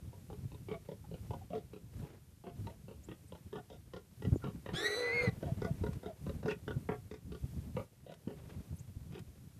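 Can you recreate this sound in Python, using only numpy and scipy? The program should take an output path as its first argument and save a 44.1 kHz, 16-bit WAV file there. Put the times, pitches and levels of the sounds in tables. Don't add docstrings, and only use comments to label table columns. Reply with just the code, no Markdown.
import sys
import numpy as np
from scipy import signal
from scipy.fft import rfft, irfft, next_fast_len
from scipy.io import wavfile
from scipy.ndimage import uniform_filter1d

SR = 44100
rng = np.random.default_rng(int(sys.argv[2]) if len(sys.argv) > 2 else 0)


def transcribe(u):
    v = np.clip(np.atleast_2d(u).T, -1, 1)
    q = np.round(v * 32767).astype(np.int16)
    wavfile.write(sys.argv[1], SR, q)


N = 422919
TIME = np.arange(N) / SR

# t/s, throat level/dB, open-mouth brightness/dB, second pulse/dB, drawn out (0-1), throat f/Hz
GRUNT_EVENTS = [(.126, -62, -19, -8.5, 0.07, 694), (0.298, -52, -11, 0, 0.15, 788),
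                (.514, -59.5, 2, -1.5, 0, 805), (0.682, -43.5, 0.5, 2, 0.87, 700),
                (0.884, -48, -8, -4, 0.15, 875), (1.109, -52.5, -3, 5, 0.34, 726),
                (1.303, -47.5, -4, 0.5, 0.07, 820), (1.5, -44.5, -5, 5.5, .55, 690),
                (1.548, -52, 0, -5, 0.23, 745), (1.73, -53.5, -0.5, -5, 0.13, 978),
                (2.017, -57, -10, -2, 0.4, 825), (2.436, -50, -3.5, 4, 0.92, 835),
                (2.666, -52.5, 4.5, -11, 0.15, 646), (2.879, -55, -2.5, -2, 0.37, 914),
                (3.083, -52, 5, -1, 0.24, 900), (3.318, -55, 2.5, -2, 0.07, 865),
                (3.525, -45.5, 2, 3, 0.54, 880), (3.697, -56, 3, -13, 0.67, 710),
                (3.932, -49.5, 4, 0, 0.27, 1020), (4.218, -48, 4, 2, 0.17, 830),
                (4.437, -48, 6, -8, 0.45, 684), (4.657, -48, 7.5, -1, 0.46, 730),
                (5.424, -45.5, -3.5, -12, 0.44, 670), (5.615, -41.5, 2, 0.5, 0.24, 692),
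                (5.833, -42, -3, -3, 0.09, 923), (6.028, -47, -0.5, 3, 0.34, 656),
                (6.262, -47, -0.5, 2, 0, 990), (6.426, -45, 0, 6, 0.23, 720),
                (6.478, -42.5, 6.5, -0.5, 0.1, 900), (6.676, -44.5, 7, -4.5, 0.11, 718),
                (6.886, -39.5, -1.5, -6.5, 0.33, 1080), (7.109, -51, 3.5, -2, 0.21, 930),
                (7.316, -51, 2, -1.5, 0.16, 1150), (7.763, -42, 0.5, -10, 0.22, 837),
                (8.06, -53, 0.5, 3, 0.96, 718), (8.274, -49.5, -4, -3.5, 0.43, 660),
                (9.119, -52, 5.5, 3.5, 1, 755)]
# f/Hz, bandwidth/Hz, relative level/dB
THROAT_MODES = [(399, 69.4, 2), (549.4, 64, -4), (702.4, 14.5, -10.5), (963, 34, -15)]
MOUTH_MODES = [(1152, 53, -5), (1440, 50, 0), (1935, 410, -10)]
SNOUT_MODES = [(2680, 350, 2), (3190, 300, 0.5), (3747, 136, -1), (4640, 530, -9), (7300, 4900, -6.5)]
# level in a usual grunt/dB, dB per dB of throat level, share of the brightness
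MOUTH_GROWTH = (-61.5, 1.6, 1.0)
SNOUT_GROWTH = (-66, 0.45, 0.64)
USUAL_GRUNT_DB, PULSE_SPACING_S = -46.5, 0.028
MOUTH_RING_HZ, JAW_SPREAD = 1980, 0.13
# t/s, starting f/Hz, level/dB
VOICED_NOTES = [(.72, 694, -46.5), (1.535, 449.5, -36), (2.695, 684, -62), (3.562, 740, -49.5),
                (4.415, 1430, -50), (5.46, 694, -41.5), (5.652, 706, -42), (6.07, 668, -45),
                (6.455, 438, -32.5), (6.484, 2745, -43.5)]

# t/s, nominal whistle f/Hz, voice f/Hz, whistle level/dB, overtone level/dB, roughness (0-1)
SQUEAL_CONTOUR = [(4.73, 1465, 358.3, -69, -60, 0.86), (4.765, 1680, 347, -47.5, -41.5, 0.3),
                  (4.825, 1810, 422.5, -46, -47, 0.77), (4.864, 1970, 416.3, -31.5, -38, 0.32),
                  (4.89, 1963, 415.5, -43.5, -47.5, 0.67), (4.94, 1996, 410.7, -41, -43.5, 0.3),
                  (4.985, 2003, 495, -52, -44, 0.34), (5.045, 2030, 482.5, -40.5, -51, 0.29),
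                  (5.115, 2065, 463.8, -37, -57, 0.21), (5.145, 2220, 474.4, -36.5, -55, 0.17),
                  (5.208, 2162, 489, -32, -53.5, 0.25), (5.238, 2100, 499, -49.5, -51.5, 0.7),
                  (5.275, 2060, 459, -36, -58, 0.17), (5.303, 1858, 452, -63, -62, .5)]
# harmonic number, relative level/dB
WHISTLE_HARMONICS = [(3, 5.5), (4, 3.5), (5, 0.5), (6, -4), (7, -7)]
VOICE_HARMONICS = [(1, 5), (2, -14), (3, -19)]
# f/Hz, bandwidth/Hz, relative level/dB
RASP_MODES = [(430, 64, 10.5), (766, 100, 5.5), (1110, 42, 5), (1420, 330, 4.5), (2350, 580, -1.5),
              (4200, 610, -3.5)]
VOICE_DB, VOICE_AT_HZ, VOICE_DB_PER_OCTAVE = -39, 449, 22.5
RASP_DB, RASP_ROUGH_DB = -50.5, 6
UPPER_DB, UPPER_ROUGH_DB = -14, 11

# t/s, duration/s, starting f/Hz, final f/Hz, level/dB
DOG_YELPS = [(1.038, 0.023, 853, 735, -55.5), (1.41, 0.02, 814, 710, -52)]
BIRD_CHIRPS = [(3.03, .032, 6500, 8800, -60.5), (3.27, 0.031, 8200, 9400, -64),
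               (4.345, 0.044, 6950, 7300, -65), (8.754, .03, 9700, 12800, -62),
               (8.784, 0.028, 6160, 9500, -57.5)]
# t/s, peak level/dB
STALK_SNAPS = [(5.931, -47), (8.119, -50), (8.14, -46), (9.192, -45.5)]
# t/s, envelope peak before the bass cut/dB, f/Hz
LOW_THUMPS = [(0.453, -29.5, 114), (1.295, -30, 97), (4.27, -22, 121), (4.282, -23.5, 164),
              (4.359, -24.5, 331), (4.483, -29.5, 162), (5.274, -21, 138), (5.284, -21, 138),
              (5.519, -23, 124.1), (5.708, -23.5, 124), (5.889, -26, 156), (6.45, -28, 158),
              (7.75, -31, 137), (8.273, -27.5, 214)]
# centre t/s, half-width/s, level/dB
WIND_GUSTS = [(.37, 0.48, -51.5), (.9, 0.44, -56.5), (1.28, 0.12, -48), (1.62, 0.54, -59.5),
              (2.0, 0.047, -44.5), (2.64, 0.058, -45.5), (3.25, 0.55, -55.5), (4.3, 0.092, -45.5),
              (4.52, 0.25, -50), (5.47, 0.21, -43.5), (5.82, 0.15, -42.5), (6.3, 0.078, -42),
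              (6.8, 0.22, -48), (7.53, 0.15, -44.5), (7.79, 0.036, -42.5), (8.6, 0.24, -50.5),
              (9.06, 0.081, -54.5), (9.42, 0.5, -56)]
SCUFFLE_BOUTS = [(2.07, 0.077, -60.5), (5.6, 0.59, -63), (8.48, 0.13, -63)]
# f/Hz, relative density level/dB
WIND_SPECTRUM = [(30, -20), (70, 0), (130, -0.5), (200, -8), (300, -17.5), (450, -29), (700, -37)]
SAND_SPECTRUM = [(200, -5.5), (400, 3.5), (700, -6), (1200, -12.5), (2500, -15.5), (5000, -27)]
HISS_SPECTRUM = [(500, 1), (2000, 0.89), (5000, 0.19), (9000, 0.82), (14000, 0.99)]
BREEZE_DB, USUAL_WIND_DB = -63.5, -53.5
RUSTLE_DB, RUSTLE_SLOPE = -73, 0.54
HISS_DB, HISS_SLOPE = -69, 0.36


def grunts(nominal_s=0.068, chest_db=-4):
    out, t = np.zeros(N + SR), TIME[:SR // 5]
    for s, throat_db, bright_db, second_db, drawn_out, throat_hz in GRUNT_EVENTS:
        mouth_db, snout_db = (db + slope * (throat_db - USUAL_GRUNT_DB) + share * bright_db
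                              for db, slope, share in (MOUTH_GROWTH, SNOUT_GROWTH))
        mouth_hz = MOUTH_RING_HZ * np.exp(JAW_SPREAD * rng.standard_normal())
        glottis = throat_pulses(t, second_db, drawn_out, snap=1.03, puff_s=0.0099, leak=0.51)
        breath = throat_pulses(t, second_db, drawn_out, snap=0.2, puff_s=0.0076, leak=0.53)
        throat_modes = reshaped(THROAT_MODES) + [(throat_hz, 35, -7)]
        mouth_modes = reshaped(MOUTH_MODES) + [(mouth_hz, 70, -1)]
        chest = butter(resonate(glottis, [(172, 37, 0)]), [90, 330], "band")
        throat = butter(resonate(glottis, throat_modes), [230, 1300], "band", order=3)
        mouth = butter(resonate(breath, mouth_modes), [1000, 2700], "band")
        snout = butter(resonate(breath, reshaped(SNOUT_MODES)), [2100, 5200], "band", order=3)
        at = int(s * SR)
        levels_db = (throat_db + chest_db, throat_db, mouth_db, snout_db)
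        for part, db in zip((chest, throat, mouth, snout), levels_db):
            nominal_rms = np.sqrt(np.sum(part ** 2) / (nominal_s * SR))
            out[at:at + len(t)] += from_db(db) * part / nominal_rms
    return out[:N]


def throat_pulses(t, second_db, drawn_out, snap, puff_s, leak):
    clicks, flow = np.zeros(len(t)), np.zeros(len(t))
    third_db = second_db - 25 + 23 * drawn_out
    sizes = from_db([0, second_db, third_db])
    for k, size in enumerate(sizes):
        age = t - 0.003 - k * PULSE_SPACING_S
        clicks[np.argmax(age >= 0)] += size
        flow += size * (age >= 0) * np.exp(-np.abs(age) / puff_s)
    flow += leak * drawn_out * sizes.max() * np.exp(-(t / PULSE_SPACING_S - 1.48) ** 2)
    return -snap * clicks + flow * rng.standard_normal(len(t)) / np.sqrt(puff_s * SR / 2)


def reshaped(modes, shift=0.03, spread_db=6):
    return [(hz * (1 + shift * rng.standard_normal()), width_hz, db + spread_db * rng.standard_normal())
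            for hz, width_hz, db in modes]


def voiced_notes(length_s=0.058, sag=0.074):
    return glides([(s, length_s, hz, hz * (1 - sag), db) for s, hz, db in VOICED_NOTES], hoarseness=0.45)


def squeal(flutter_hz=300, jitter=0.0054, tearing=0.6, splitting=0.39, attack_s=0.0074, release_s=0.011):
    whistle_hz, voice_hz, whistle_db, overtones_db, rough = in_time(SQUEAL_CONTOUR)
    whistle_phase = phase_of(whistle_hz * (1 + jitter * (0.25 + 2 * rough) * wobble(160)))
    voice_phase = phase_of(voice_hz * (1 + 0.0249 * rough * wobble(77.6)))
    flutter_phase = phase_of(flutter_hz * (1 + 0.071 * wobble(60.5)))
    sidebands = rough * (0.28 * np.exp(1j * flutter_phase) + 0.13 * np.exp(-1j * flutter_phase))
    sidebands += 0.17 * np.cos(voice_phase)
    half_step = np.exp(0.5j * flutter_phase)

    def partial(k):
        smear = rough * (1 + 0.41 * (k - 1) ** 2)
        split = half_step * (narrowband(39) + half_step * narrowband(30))
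        torn = half_step ** min(k, 3) * narrowband(200 + 45 * k)
        modulation = 1 + sidebands + smear * (tearing * torn + splitting * split)
        return np.real(np.exp(1j * k * whistle_phase) * modulation) * np.sqrt(2 / (1 + smear ** 2))

    upper = rms_one(sum(from_db(db) * partial(k) for k, db in WHISTLE_HARMONICS))
    upper *= from_db(UPPER_DB + UPPER_ROUGH_DB * rough)
    whistle = from_db(whistle_db) * partial(0.98)
    whistle += from_db(overtones_db) * (partial(2) + upper)
    voice = sum(from_db(db) * np.cos(k * voice_phase) for k, db in VOICE_HARMONICS)
    voice *= 1 + 1.29 * rough * wobble(80)
    voice += 0.19 * np.cos(flutter_phase) + 0.13 * np.cos(flutter_phase + voice_phase)
    voice_db = VOICE_DB + VOICE_DB_PER_OCTAVE * np.log2(voice_hz / VOICE_AT_HZ)
    pulsed_breath = rng.standard_normal(N) * (1 + np.cos(voice_phase))
    rasp = butter(resonate(pulsed_breath, RASP_MODES), [250, 4500], "band")
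    rasp_db = RASP_DB + RASP_ROUGH_DB * rough
    start_s, end_s = SQUEAL_CONTOUR[0][0], SQUEAL_CONTOUR[-1][0]
    envelope = np.clip(np.minimum((TIME - start_s) / attack_s, (end_s - TIME) / release_s), 0, 1)
    return envelope * (whistle + from_db(voice_db) * rms_one(voice) + from_db(rasp_db) * rms_one(rasp))


def yelps():
    return glides(DOG_YELPS, hoarseness=0.7)


def chirps():
    return glides(BIRD_CHIRPS, hoarseness=0.16)


def snaps(decay_s=0.0052, band_hz=(516, 2600)):
    out, t = np.zeros(N + SR), TIME[:SR // 10]
    for s, db in STALK_SNAPS:
        crack = butter(rng.standard_normal(len(t)) * np.exp(-t / decay_s), band_hz, "band", order=1)
        at = int(s * SR)
        out[at:at + len(t)] += from_db(db) * crack / np.abs(crack).max()
    return out[:N]


def thumps(cycles=0.95):
    out, t = np.zeros(N + SR), TIME[:SR // 10]
    for s, db, hz in LOW_THUMPS:
        turns, at = t * hz, int(s * SR)
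        swell = 2 * turns / cycles
        out[at:at + len(t)] += from_db(db) * swell * np.exp(1 - swell) * np.sin(2 * np.pi * turns)
    return out[:N]


def wind(wind_db, lumpiness_db=4.8):
    rumble = evened(coloured_noise(WIND_SPECTRUM), seconds=0.095)
    return from_db(wind_db) * rumble * from_db(lumpiness_db * wobble(13.3))


def sand(wind_db, unevenness_db=3.2):
    rustle = from_db(RUSTLE_DB + RUSTLE_SLOPE * (wind_db - USUAL_WIND_DB))
    stirring = np.sqrt(swells(SCUFFLE_BOUTS) + rustle ** 2)
    return stirring * from_db(unevenness_db * wobble(31)) * coloured_noise(SAND_SPECTRUM)


def hiss(wind_db):
    return from_db(HISS_DB + HISS_SLOPE * (wind_db - USUAL_WIND_DB)) * coloured_noise(HISS_SPECTRUM)


def bushes(x, echo_db=-21, t60_s=0.15, dull_hz=3000):
    t = TIME[:SR // 3]
    tail = butter(rng.standard_normal(len(t)) * (t > 0.008) * from_db(-60 * t / t60_s), dull_hz, "low")
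    return x + from_db(echo_db) * signal.fftconvolve(x, tail / np.sqrt(np.sum(tail ** 2)))[:N]


def glides(rows, hoarseness):
    out = np.zeros(N)
    for s, length_s, start_hz, end_hz, db in rows:
        u = np.linspace(0, 1, int(length_s * SR))
        hz = (start_hz + (end_hz - start_hz) * u ** 2) * (1 + hoarseness * rng.standard_normal(len(u)))
        at = int(s * SR)
        out[at:at + len(u)] += from_db(db) * np.sin(np.pi * u) * np.sin(phase_of(hz))
    return out


def resonate(x, modes):
    out = 0
    for k, (hz, width_hz, db) in enumerate(modes):
        r = np.exp(-np.pi * width_hz / SR)
        feedback = [1, -2 * r * np.cos(2 * np.pi * hz / SR), r * r]
        out += (-1) ** k * from_db(db) * (1 - r * r) / 2 * signal.lfilter([1, 0, -1], feedback, x)
    return out


def coloured_noise(spectrum):
    hz, db = np.transpose(spectrum)
    size = next_fast_len(N)
    f = np.arange(size // 2 + 1) * SR / size + 1e-3
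    skirts = np.minimum(f / hz[0], 1) ** 2 * np.minimum(hz[-1] / f, 1) ** 2
    gain = from_db(np.interp(np.log(f), np.log(hz), db)) * skirts
    return rms_one(irfft(rfft(rng.standard_normal(size)) * gain, size)[:N])


def narrowband(width_hz):
    return rms_one(butter(rng.standard_normal((2, N)), width_hz, "low", order=4)).T @ [1, 1j] / np.sqrt(2)


def wobble(rate_hz):
    return rms_one(butter(rng.standard_normal(N), rate_hz, "low"))


def swells(rows):
    return sum(from_db(db) ** 2 * np.exp(-np.minimum(((TIME - s) / half_s) ** 2, 50))
               for s, half_s, db in rows)


def evened(x, seconds):
    size = int(seconds * SR)
    return x / np.sqrt(uniform_filter1d(uniform_filter1d(x * x, size), size) + 1e-9)


def butter(x, hz, kind, order=2):
    return signal.sosfilt(signal.butter(order, hz, kind, fs=SR, output="sos"), x)


def in_time(rows):
    s, *columns = np.transpose(rows)
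    return [np.interp(TIME, s, column) for column in columns]


def phase_of(hz):
    return 2 * np.pi * np.cumsum(hz) / SR


def rms_one(x):
    return x / np.sqrt(np.mean(x ** 2) + 1e-20)


def from_db(db):
    return 10 ** (np.asarray(db) / 20)


def scene():
    wind_db = 10 * np.log10(from_db(BREEZE_DB) ** 2 + swells(WIND_GUSTS))
    distant = grunts() + voiced_notes() + squeal() + snaps() + yelps() + chirps()
    knocks = butter(thumps(), 75, "high")
    return (bushes(distant) + knocks + wind(wind_db) + sand(wind_db) + hiss(wind_db))[None]


def record(dry, cutoff_hz=14000):
    return signal.sosfilt(signal.ellip(12, 0.2, 70, cutoff_hz, fs=SR, output="sos"), dry)


dry = scene()
out = record(dry)
transcribe(out)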